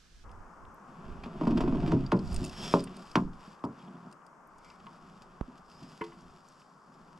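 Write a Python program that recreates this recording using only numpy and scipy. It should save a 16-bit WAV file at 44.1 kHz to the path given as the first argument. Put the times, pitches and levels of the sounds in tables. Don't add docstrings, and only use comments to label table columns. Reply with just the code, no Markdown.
import sys
import numpy as np
from scipy import signal
from scipy.fft import rfft, irfft, next_fast_len
from scipy.io import wavfile
from scipy.ndimage import map_coordinates

SR = 44100
rng = np.random.default_rng(int(sys.argv[2]) if len(sys.argv) > 2 else 0)


def put_to_file(sound):
    columns = np.atleast_2d(sound).T
    safe = np.clip(columns, -1, 1)
    whole_steps = np.round(safe * 32767)
    wavfile.write(sys.argv[1], SR, whole_steps.astype(np.int16))


N = 317079
T = np.arange(SR // 2) / SR
HZ = np.fft.rfftfreq(SR, 1 / SR)


def amp(db):
    return 10 ** (np.asarray(db) / 20)


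def unit(x):
    return x / np.sqrt(np.mean(x ** 2) + 1e-20)


def along(points, hz):
    f, v = np.transpose(points)
    return np.interp(np.log(hz + 1), np.log(f + 1), v)


def curve(rows):
    return np.interp(np.arange(N) / SR, *np.transpose(rows))


def wobble(rate):
    knots = rng.standard_normal(int(N * rate / SR) + 4)
    return map_coordinates(knots, [np.arange(N) * rate / SR])


def noise_burst(t60):
    return amp(-60 * T / t60) * rng.standard_normal(len(T))


def filtered(x, response):
    m = next_fast_len(N + SR // 2)
    return irfft(rfft(x, m) * response(np.fft.rfftfreq(m, 1 / SR)), m)[..., :N]


def coloured(x, spectrum):
    return unit(filtered(x, lambda hz: amp(along(spectrum, hz))))


def struck(x, db):
    cepstrum = irfft(np.log(amp(db)))
    cepstrum[1:SR // 2] *= 2
    cepstrum[SR // 2 + 1:] = 0
    return irfft(rfft(x, SR) * np.exp(rfft(cepstrum)))[:len(T)]


def add(track, s, sound):
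    room = track[round(s * SR):][:len(sound)]
    room += sound[:len(room)]


def at_level(x, db):
    return amp(db) * x * np.sqrt(.05 * SR / np.sum(x ** 2))


def ring(modes, scatter_db, detune):
    hz, db, t60 = np.transpose(modes)[:, :, None]
    size, pitch = rng.standard_normal((2, len(modes), 1))
    sign = (-1) ** np.arange(len(modes))[:, None]
    decay = amp(db + scatter_db * size - 60 * T / t60)
    sines = np.sin(2 * np.pi * hz * (1 + detune * pitch) * T)
    return np.sum(sign * decay * sines, axis=0)


def grains(rate, spread_db):
    chance, size, sign = rng.random(N), rng.standard_normal(N), rng.choice([-1, 1], N)
    return unit((chance < rate / SR) * amp(spread_db * size) * sign)


def swells(start, length, db, rise_db_per_s, fall_db_per_s):
    t = np.arange(0, N + 64, 64)[:, None] / SR
    rise_db = rise_db_per_s * np.maximum(start - t, 0)
    fall_db = fall_db_per_s * np.maximum(t - start - length, 0)
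    each = amp(db - rise_db - fall_db)
    return curve(np.c_[t, np.linalg.norm(each, axis=1)])


def pair(spectrum, alike):
    turn = lambda hz: np.arccos(np.clip(along(alike, hz), -1, 1)) / 2
    share = lambda hz: amp(along(spectrum, hz)) * [np.cos(turn(hz)), np.sin(turn(hz))]
    mid, side = filtered(rng.standard_normal((2, N)), share)
    return unit(np.array([mid + side, mid - side]))


# frequency in Hz, relative level in dB.
PLANK = [(40, -22), (100, -3.5), (180, 0.5), (300, 4), (400, -4.5), (500, -7), (780, -14.5), (1000, -7.5),
         (1300, -14), (1650, -25.5), (2000, -29.5), (2500, -27), (5200, -37), (7500, -50.5), (14000, -67)]
# start in seconds, level in dB, knock in dB, lower edge of the knock in Hz,
# crack in the treble in dB, travel time of the bending wave at 250 Hz in seconds, ring gain in dB,
# pitch of the struck panel in Hz, place along the hull 0-1.
KNOCKS = [(1.9121, -24, -2.5, 610, 1, .021, -2, 161, 0.5), (2.113, -22, 5, 540, 9.5, 0.018, 2, 190, 0.3),
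          (2.738, -21, 9.5, 500, 5, 0.003, -3.5, 171.4, 0.36),
          (3.154, -22.5, 12, 1100, 19, 0.00553, 1.5, 296, .085),
          (3.6377, -33.5, 8.5, 1010, 0.5, 0.0047, 2, 277, 0.01)]
# start in seconds, level in dB, hardness in dB, panel pitch in Hz.
BUMPS = [(1.257, -42, 7, 234), (1.409, -31.5, 8.5, 309), (1.433, -35, 5, 238), (1.468, -25, 1, 227.6),
         (1.498, -29.5, -1, 303), (1.516, -29.5, 1, 222), (1.547, -27, -28.5, 231.4),
         (1.574, -35, 5.5, 330), (1.603, -29.5, 9.5, 258), (1.635, -31, 1, 360.6), (1.674, -29.5, 2.5, 268),
         (1.722, -29, 0.5, 229), (1.747, -35, 6.5, 298), (1.774, -35, -16, 142), (1.819, -34.5, -1.5, 185),
         (1.874, -33, 2.5, 314), (1.927, -24, -17.5, 164.3), (1.958, -29.5, -23, 218),
         (2.026, -40, -18, 128), (2.413, -34.5, -21, 141.6), (3.47, -52.5, -32, 200),
         (5.474, -49.5, -19, 244), (5.82, -51.5, -14, 154)]
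BUMP_EDGE_HZ, BUMP_MUFFLE_DB = 570, -1.5
BUMP_TRAVEL_S, BUMP_RING_DB = 0.006413, 4
BUMP_DAMPING_DB_PER_S = 106.5
KNOCK_PANEL_DB, BUMP_PANEL_DB = -45, -35
PANEL_T60_S = 0.16


def knocks():
    out = np.zeros(N)
    hits = [(*row, KNOCK_PANEL_DB, 0) for row in KNOCKS]
    for s, db, hard_db, hz in BUMPS:
        hits.append((s, db, hard_db, BUMP_EDGE_HZ, hard_db + BUMP_MUFFLE_DB, BUMP_TRAVEL_S, BUMP_RING_DB,
                     hz, rng.random(), BUMP_PANEL_DB, BUMP_DAMPING_DB_PER_S))
    for s, db, knock_db, knock_hz, crack_db, travel, ring_db, panel_hz, place, panel_db, damping in hits:
        hardness = along([(330, 0), (knock_hz, knock_db), (1200, knock_db), (1600, crack_db)], HZ)
        panel = amp(panel_db - 60 * T / PANEL_T60_S) * np.cos(2 * np.pi * panel_hz * T)
        ringing = signal.fftconvolve(panel + hull_ring(place), bending_wave(travel))[:len(T)]
        wave = contact(travel) + amp(ring_db - damping * T) * ringing
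        add(out, s, at_level(struck(wave, along(PLANK, HZ) + hardness), db))
    return out


def contact(travel, grit_db=-21, grit_t60=0.034, grit_rise=0.00054):
    clean = 1 / (1 + (HZ / 2800) ** 4)
    front = np.exp(-2j * np.pi * HZ * travel * np.sqrt(250 / 2800))
    grit = amp(grit_db) * (1 - np.exp(-T / grit_rise)) * noise_burst(grit_t60)
    lows = clean * rfft(bending_wave(travel), SR)
    return irfft(lows + (1 - clean) * front * rfft(grit, SR))[:len(T)]


def bending_wave(travel):
    return irfft(np.exp(-4j * np.pi * travel * np.sqrt(250 * HZ)))[:len(T)]


# frequency in Hz, relative level in dB.
HULL = [(134, 0.5), (167, -1), (189, 1), (230, -1), (265, 0), (304, -3.5), (361, -0.5), (400, 4),
        (450, 0.5), (565, 2.5), (646, 6), (705, 4), (813, -1.5), (900, 0), (958, -1), (1015, -2.5),
        (1075, -5), (1163, -5.5), (1290, -6), (1425, 3), (2000, -1)]
# frequency in Hz, t60 in seconds.
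HULL_DECAY = [(150, .44), (300, .31), (600, .17), (1000, .14), (3000, .06), (9000, .05)]


def hull_ring(place, modes_db=-47, dense_db=-31.5, build=0.005):
    hz, t, z = signal.stft(rng.standard_normal(len(T)), SR, nperseg=256)
    decay = amp(-60 * t / along(HULL_DECAY, hz)[:, None])
    dense = signal.istft(z * decay, SR, nperseg=256)[1][:len(T)]
    mode_hz, mode_db = np.transpose(HULL)
    half_waves = 3 + np.arange(len(HULL))
    place_db = 10 * np.log10(np.sin(np.pi * half_waves * place) ** 2 + .12)
    rows = np.c_[mode_hz, mode_db + place_db, along(HULL_DECAY, mode_hz)]
    modes = ring(rows, scatter_db=1.5, detune=.005)
    return (amp(modes_db) * modes + amp(dense_db) * dense) * (1 - np.exp(-T / build))


# frequency in Hz, relative level in dB.
GROAN = [(60, -11.5), (110, -16), (170, 4), (240, 0), (330, 1.5), (470, -12.5), (680, -14.5), (820, -17.5),
         (1050, -15.5), (1600, -18.5), (3000, -59), (6000, -87)]
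# time in seconds, effort in dB (groan level before the shoves).
DRAG = [(.7, -71.5), (.84, -64), (.9, -53), (1.2, -48.5), (1.34, -44), (1.42, -35.5), (1.6, -36),
        (1.82, -34.5), (1.89, -28.5), (2.02, -39.5), (2.25, -50.5), (2.5, -84)]
# start in seconds, length in seconds,
# rub in dB and rustle in dB (both before random variation), brightness in dB (treble over low rustle gain).
MOVES = [(1.063, 0.044, -48, -63.5, -17), (2.311, 0.16, -39, -57, -1), (2.607, 0.14, -42, -47.5, -3.5),
         (2.921, 0.043, -44, -60.5, -15), (2.977, 0.22, -66, -63, -3), (3.425, 0.093, -66, -62.5, -6),
         (3.782, 0.062, -55, -65, -9.5), (3.895, 0.19, -51, -70, -10.5), (4.67, 0.043, -71, -67, -3),
         (4.84, 0.34, -57, -68.5, -6), (5.23, 0.34, -60.5, -69.5, -9.5), (5.727, 0.27, -59.5, -69, 0),
         (5.825, 0.11, -56, -64.5, -8), (6.034, 0.34, -58.5, -69, -3), (6.472, 0.15, -67, -73, 2.5),
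         (6.678, 0.27, -65.5, -89, 10.5), (6.955, 0.32, -59, -73.5, -3.5)]
RUB_RISE_DB_PER_S, RUB_FALL_DB_PER_S = 212, 218


def rubbing():
    slips = grains(rate=700, spread_db=3)
    damped = hull_ring(rng.random()) * amp(-60 * T / .16)
    groan = coloured(signal.fftconvolve(slips, damped)[:N], GROAN)
    shoves_db = 1.2 * wobble(28)
    start, length, rub_db, _, _ = np.transpose(MOVES)
    moves = swells(start, length, rub_db, RUB_RISE_DB_PER_S, RUB_FALL_DB_PER_S)
    return np.hypot(amp(curve(DRAG)), moves) * amp(shoves_db) * groan


# frequency in Hz, relative level in dB.
NYLON = [(500, 13), (1500, 10), (2100, 5.5), (2550, 9.5), (3400, 7), (4100, -2), (4700, 4.5), (5450, 1.5),
         (6200, -8), (7200, -5), (9000, -13.5), (12500, -22.5), (15000, -59)]
# start in seconds, relative level in dB, relative brightness in dB.
SCUFFS = [(1.236, -35.5, -10.5), (1.258, -47.5, -7), (1.471, -37.5, -3.5), (1.507, -41, -3),
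          (1.5725, -32, -6), (1.6065, -33, -2), (1.6784, -41, -10), (1.827, -44.5, -10),
          (1.876, -36.5, -1.5), (2.529, -44.5, 2), (2.656, -37, -2), (2.8714, -43.5, -16),
          (3.332, -55.5, 2), (4.646, -63, 14), (4.798, -55, -4), (5.221, -56, 9.5), (5.5767, -65.5, 17.5),
          (5.828, -52.5, 6), (6.039, -42.5, 1), (6.064, -50, 0)]
DRAG_HISS_DB, DRAG_HISS_GROWS = -30, 0.72
DRAG_BRIGHT_DB = -14
RUSTLE_RISE_DB_PER_S, RUSTLE_FALL_DB_PER_S = 123.5, 151


def rustle():
    scuff_low, scuff_high = np.zeros((2, N))
    for s, db, bright_db in SCUFFS:
        burst = amp(db - 3 - 60 * T / 0.07) * (1 - np.exp(-T / 0.0003))
        add(scuff_low, s, burst)
        add(scuff_high, s, amp(bright_db - 10) * burst)
    start, length, _, db, bright_db = np.transpose(MOVES)
    drag = amp(DRAG_HISS_DB + DRAG_HISS_GROWS * curve(DRAG))
    moves_low = swells(start, length, db, RUSTLE_RISE_DB_PER_S, RUSTLE_FALL_DB_PER_S)
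    moves_high = swells(start, length, db + bright_db, RUSTLE_RISE_DB_PER_S, RUSTLE_FALL_DB_PER_S)
    low = np.hypot(drag, moves_low)
    high = np.hypot(amp(DRAG_BRIGHT_DB) * drag, moves_high)
    crinkles = grains(rate=600, spread_db=5.5)
    weave = coloured(rng.standard_normal(N) + amp(-2) * crinkles, NYLON)
    dull = filtered(weave, lambda hz: 1 / (1 + (hz / 4200) ** 6))
    catches = amp(1.1 * wobble(55))
    low_part = np.hypot(catches * low, scuff_low) * unit(dull)
    high_part = np.hypot(catches * high, scuff_high) * unit(weave - dull)
    return low_part + high_part


# start in seconds, level in dB, share of low bending modes in dB, treble in dB.
TAPS = [(4.866, -52, -11.5, -11), (6.01, -38.5, 10, 7), (6.0142, -37, -0.5, -0.5), (6.12, -62, -18, 1)]
# frequency in Hz, relative level in dB, t60 in seconds.
PADDLE = [(178, -0.5, 0.068), (340.3, 3.5, 0.34), (435.4, 2, 0.2), (930, 0, 0.18), (988, 3, 0.071),
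          (1090, 6, 0.089), (1460, -1, 0.051), (1730, -4, 0.067), (2020, -3, 0.11), (2120, -2, 0.037),
          (2300, -9, 0.045), (2990, -6, 0.075)]


def paddle():
    out = np.zeros(N)
    for s, db, low_db, high_db in TAPS:
        modes = ring(PADDLE, scatter_db=1.5, detune=.002)
        crack = amp(3) * noise_burst(.06)
        touch = along([(500, low_db), (950, 0), (1200, 0), (1900, high_db), (3100, high_db),
                       (3700, high_db - 14), (12000, high_db - 33)], HZ)
        add(out, s, at_level(struck(modes + crack, touch), db))
    return out


# start in seconds, level in dB (7 below peak), relative bright ring in dB.
CLICKS = [(0.314, -63, -18), (2.063, -47, -29.5), (2.165, -56, -28), (2.191, -48, -27),
          (2.2753, -49.5, -22), (2.32, -52, -39), (2.328, -48, -9), (2.3436, -42, -6),
          (2.362, -38.5, -14.5), (2.441, -41, -16), (2.4485, -39.5, -10), (2.46, -46, -11),
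          (2.4785, -52, -17), (2.495, -46, -18), (2.794, -45, -30), (2.8044, -47, -20), (2.8394, -43.5, -6),
          (2.9667, -52, -12), (3.1143, -50.5, -20), (3.642, -58, -14), (3.65, -56.5, -13),
          (4.114, -62, -14), (4.126, -55, -10), (4.265, -60, -6), (4.701, -54, -31), (5.7154, -55, -28)]
# frequency in Hz, relative level in dB, t60 in seconds.
BUCKLE = [(2650, -4, 0.028), (4680, 3, 0.022), (5200, 4, 0.02), (7100, -1, 0.012), (8730, 1, 0.02),
          (10400, -5, 0.012)]
CHATTER_T60_S = 0.011


def buckles():
    out = np.zeros(N)
    for s, db, bright_db in CLICKS:
        modes = ring(BUCKLE, scatter_db=3, detune=.012)
        chatter = noise_burst(CHATTER_T60_S)
        ringing = unit(signal.fftconvolve(modes, chatter)[:len(T)])
        click = ringing + amp(-1) * unit(noise_burst(.032))
        tone = [(600, -28.5), (2500, -0.5), (5400, -0.5), (8500, bright_db + 12), (14000, bright_db - 4.5)]
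        click = struck(click, along(tone, HZ))
        add(out, s, amp(db + 7.0) * click / np.abs(click).max())
    return out


# start in seconds, length in seconds, level in dB, mean pitch in Hz.
WHISTLES = [(2.59, 0.13, -52, 5350), (2.616, 0.08, -52, 3320), (4.665, 0.051, -66.5, 2230),
            (5.72, 0.17, -69.5, 5060)]
WHISTLE_WIDTH_HZ, WHISTLE_WAVER = 450, .014


def whistles():
    out = np.zeros(N)
    for s, length, db, hz in WHISTLES:
        phase = 2 * np.pi * np.cumsum(hz * (1 + WHISTLE_WAVER * wobble(30))) / SR
        band = unit(wobble(WHISTLE_WIDTH_HZ) * np.sin(phase) + wobble(WHISTLE_WIDTH_HZ) * np.cos(phase))
        out += swells(s, length, db, RUB_RISE_DB_PER_S, RUB_FALL_DB_PER_S) * band
    return out


# start in seconds, peak in dB, centre in Hz.
TICKS = [(0.293, -57, 2670), (0.315, -59, 2620), (0.6524, -54, 2950), (0.743, -58, 12500),
         (3.592, -60, 3200), (4.2183, -65, 2610), (4.4732, -59, 12000), (4.583, -56, 7000),
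         (4.867, -47, 2700), (6.209, -55, 5500), (6.486, -52, 6200), (6.618, -54, 2800)]
TICK_T60_S, TICK_SKIRT_DB_PER_OCTAVE = 0.023, 22


def ticks():
    out = np.zeros(N)
    for s, db, hz in TICKS:
        skirt_db = -TICK_SKIRT_DB_PER_OCTAVE * np.abs(np.log2((HZ + 20) / hz))
        tick = struck(noise_burst(TICK_T60_S), skirt_db)
        add(out, s, amp(db) * tick / np.abs(tick).max())
    return out


# start in seconds, mid pitch of the bubbles in Hz, level of each bubble in dB.
DRIPS = [(3.796, 3020, -65), (3.815, 2980, -60), (3.875, 3100, -62), (3.95, 3080, -69)]


def drips(count=4):
    out = np.zeros(N)
    for s, hz, db in DRIPS:
        for late, size in rng.random((count, 2)):
            bubble_hz = hz * (.88 + .24 * size)
            bubble = np.sin(2 * np.pi * bubble_hz * T * (1 + 2 * T))
            add(out, s + 0.0033 * late, amp(db - 60 * T / 0.037) * bubble)
    return out


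# start in seconds, level in dB before panning, travel time at 250 Hz in seconds.
NUDGE = [(5.4106, -36, 0.00162)]
# frequency in Hz, relative level in dB.
THUMP = [(15, -1), (45, 8.5), (100, 0.5), (240, -0.5), (400, -8.5), (700, -13.5), (1200, -17.5),
         (2000, -33.5), (5000, -52), (11000, -56), (14000, -82)]


def nudge():
    out = np.zeros(N)
    for s, db, travel in NUDGE:
        add(out, s, at_level(struck(bending_wave(travel), along(THUMP, HZ)), db))
    return out * amp([[-4], [3]])


# frequency in Hz, relative level in dB.
LAKE = [(30, -18), (90, -16), (170, 5.5), (300, -0.5), (600, -2), (850, 2), (1100, 6), (1400, 0.5),
        (1900, -12.5), (2700, -22), (3900, -34), (5200, -24.5), (7500, -27), (13000, -42)]
# time in seconds, level in dB.
RUSH = [(.3, -54), (2, -53.5), (4.3, -56.5), (5.5, -57.5), (6.6, -60), (7.19, -58)]
# frequency in Hz, likeness 0-1.
ALIKE = [(60, 0.67), (200, 0.83), (1300, 0.78), (2400, 0.2), (7000, 0.74), (15000, 0.3)]
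# frequency in Hz, left over right in dB.
LAKE_LEFT = [(380, -0.6), (700, 3.5), (1290, 3.5), (2380, 0.5), (4400, 1)]
# frequency in Hz, relative level in dB.
TREES = [(59, 12.5), (100, -27), (143, -5), (200, -2), (814, -14), (1700, -4.5), (1840, -11.5), (5720, -10),
         (11700, -28.5), (15000, -43)]
CUT_S = 0.246
# frequency in Hz, relative level in dB.
RUMBLE = [(15, 0.5), (33, -1), (60, -7.5), (100, -8), (200, -42), (500, -82)]
# start in seconds, length in seconds, level in dB before random variation and panning.
PUFFS = [(0.26, 0.13, -48), (0.64, 0.025, -52), (1.12, 0.088, -44.5), (1.52, 0.5, -36.5),
         (2.318, 0.047, -31), (2.45, 0.41, -52.5), (3.245, 0.046, -44), (4.555, 1.3, -68.5),
         (6.25, 0.059, -57.5), (7.02, 0.17, -71)]
PUFF_RISE_DB_PER_S, PUFF_FALL_DB_PER_S = 116, 132
CALM_DB = -83.5


def air():
    lake_gain = curve([(CUT_S - .015, 0), (CUT_S + 0.0098, 1)])
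    trees_gain = curve([(CUT_S - .005, 1), (CUT_S + .005, 0)])
    balance = lambda hz: amp(along(LAKE_LEFT, hz) * np.array([[.5], [-.5]]))
    lake = amp(curve(RUSH)) * filtered(pair(LAKE, ALIKE), balance)
    trees = amp(-61.0) * pair(TREES, [(1000, 0.46)]) * amp([[-1.5], [1.5]])
    puffs = amp(CALM_DB) + swells(*np.transpose(PUFFS), PUFF_RISE_DB_PER_S, PUFF_FALL_DB_PER_S)
    low_noise = pair(RUMBLE, [(50, 0.79)]) * amp([[-1.2], [1.2]])
    rumble = puffs * amp(1.1 * wobble(23.01)) * low_noise
    return lake_gain * lake + trees_gain * trees + rumble


# frequency in Hz, lead of the left port in radians.
LEAD = [(300, -0.046), (800, -0.25), (1500, -1.35), (2100, 0.94), (3270, -1.05), (4300, -0.33),
        (11000, -0.43), (12500, 0.7)]


def scene():
    boat = knocks() + rubbing() + paddle() + buckles() + rustle() + whistles() + ticks() + drips()
    direct = filtered(boat, lambda hz: np.exp(.5j * along(LEAD, hz) * np.array([[1], [-1]])))
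    tail = rng.standard_normal((2, len(T))) * amp(-60 * T / 0.23) * (1 - np.exp(-T / 0.017))
    scattered = filtered(boat, lambda hz: hz / (hz + 700))
    shore = signal.fftconvolve(scattered[None], tail / np.linalg.norm(tail[0]), axes=1)[:, :N]
    return direct + amp(-23.0) * shore + nudge() + air()


TOP_HZ = 14600


def record(dry):
    return filtered(dry, lambda hz: 1 / (1 + (hz / TOP_HZ) ** 60))


dry = scene()
out = record(dry)
put_to_file(out)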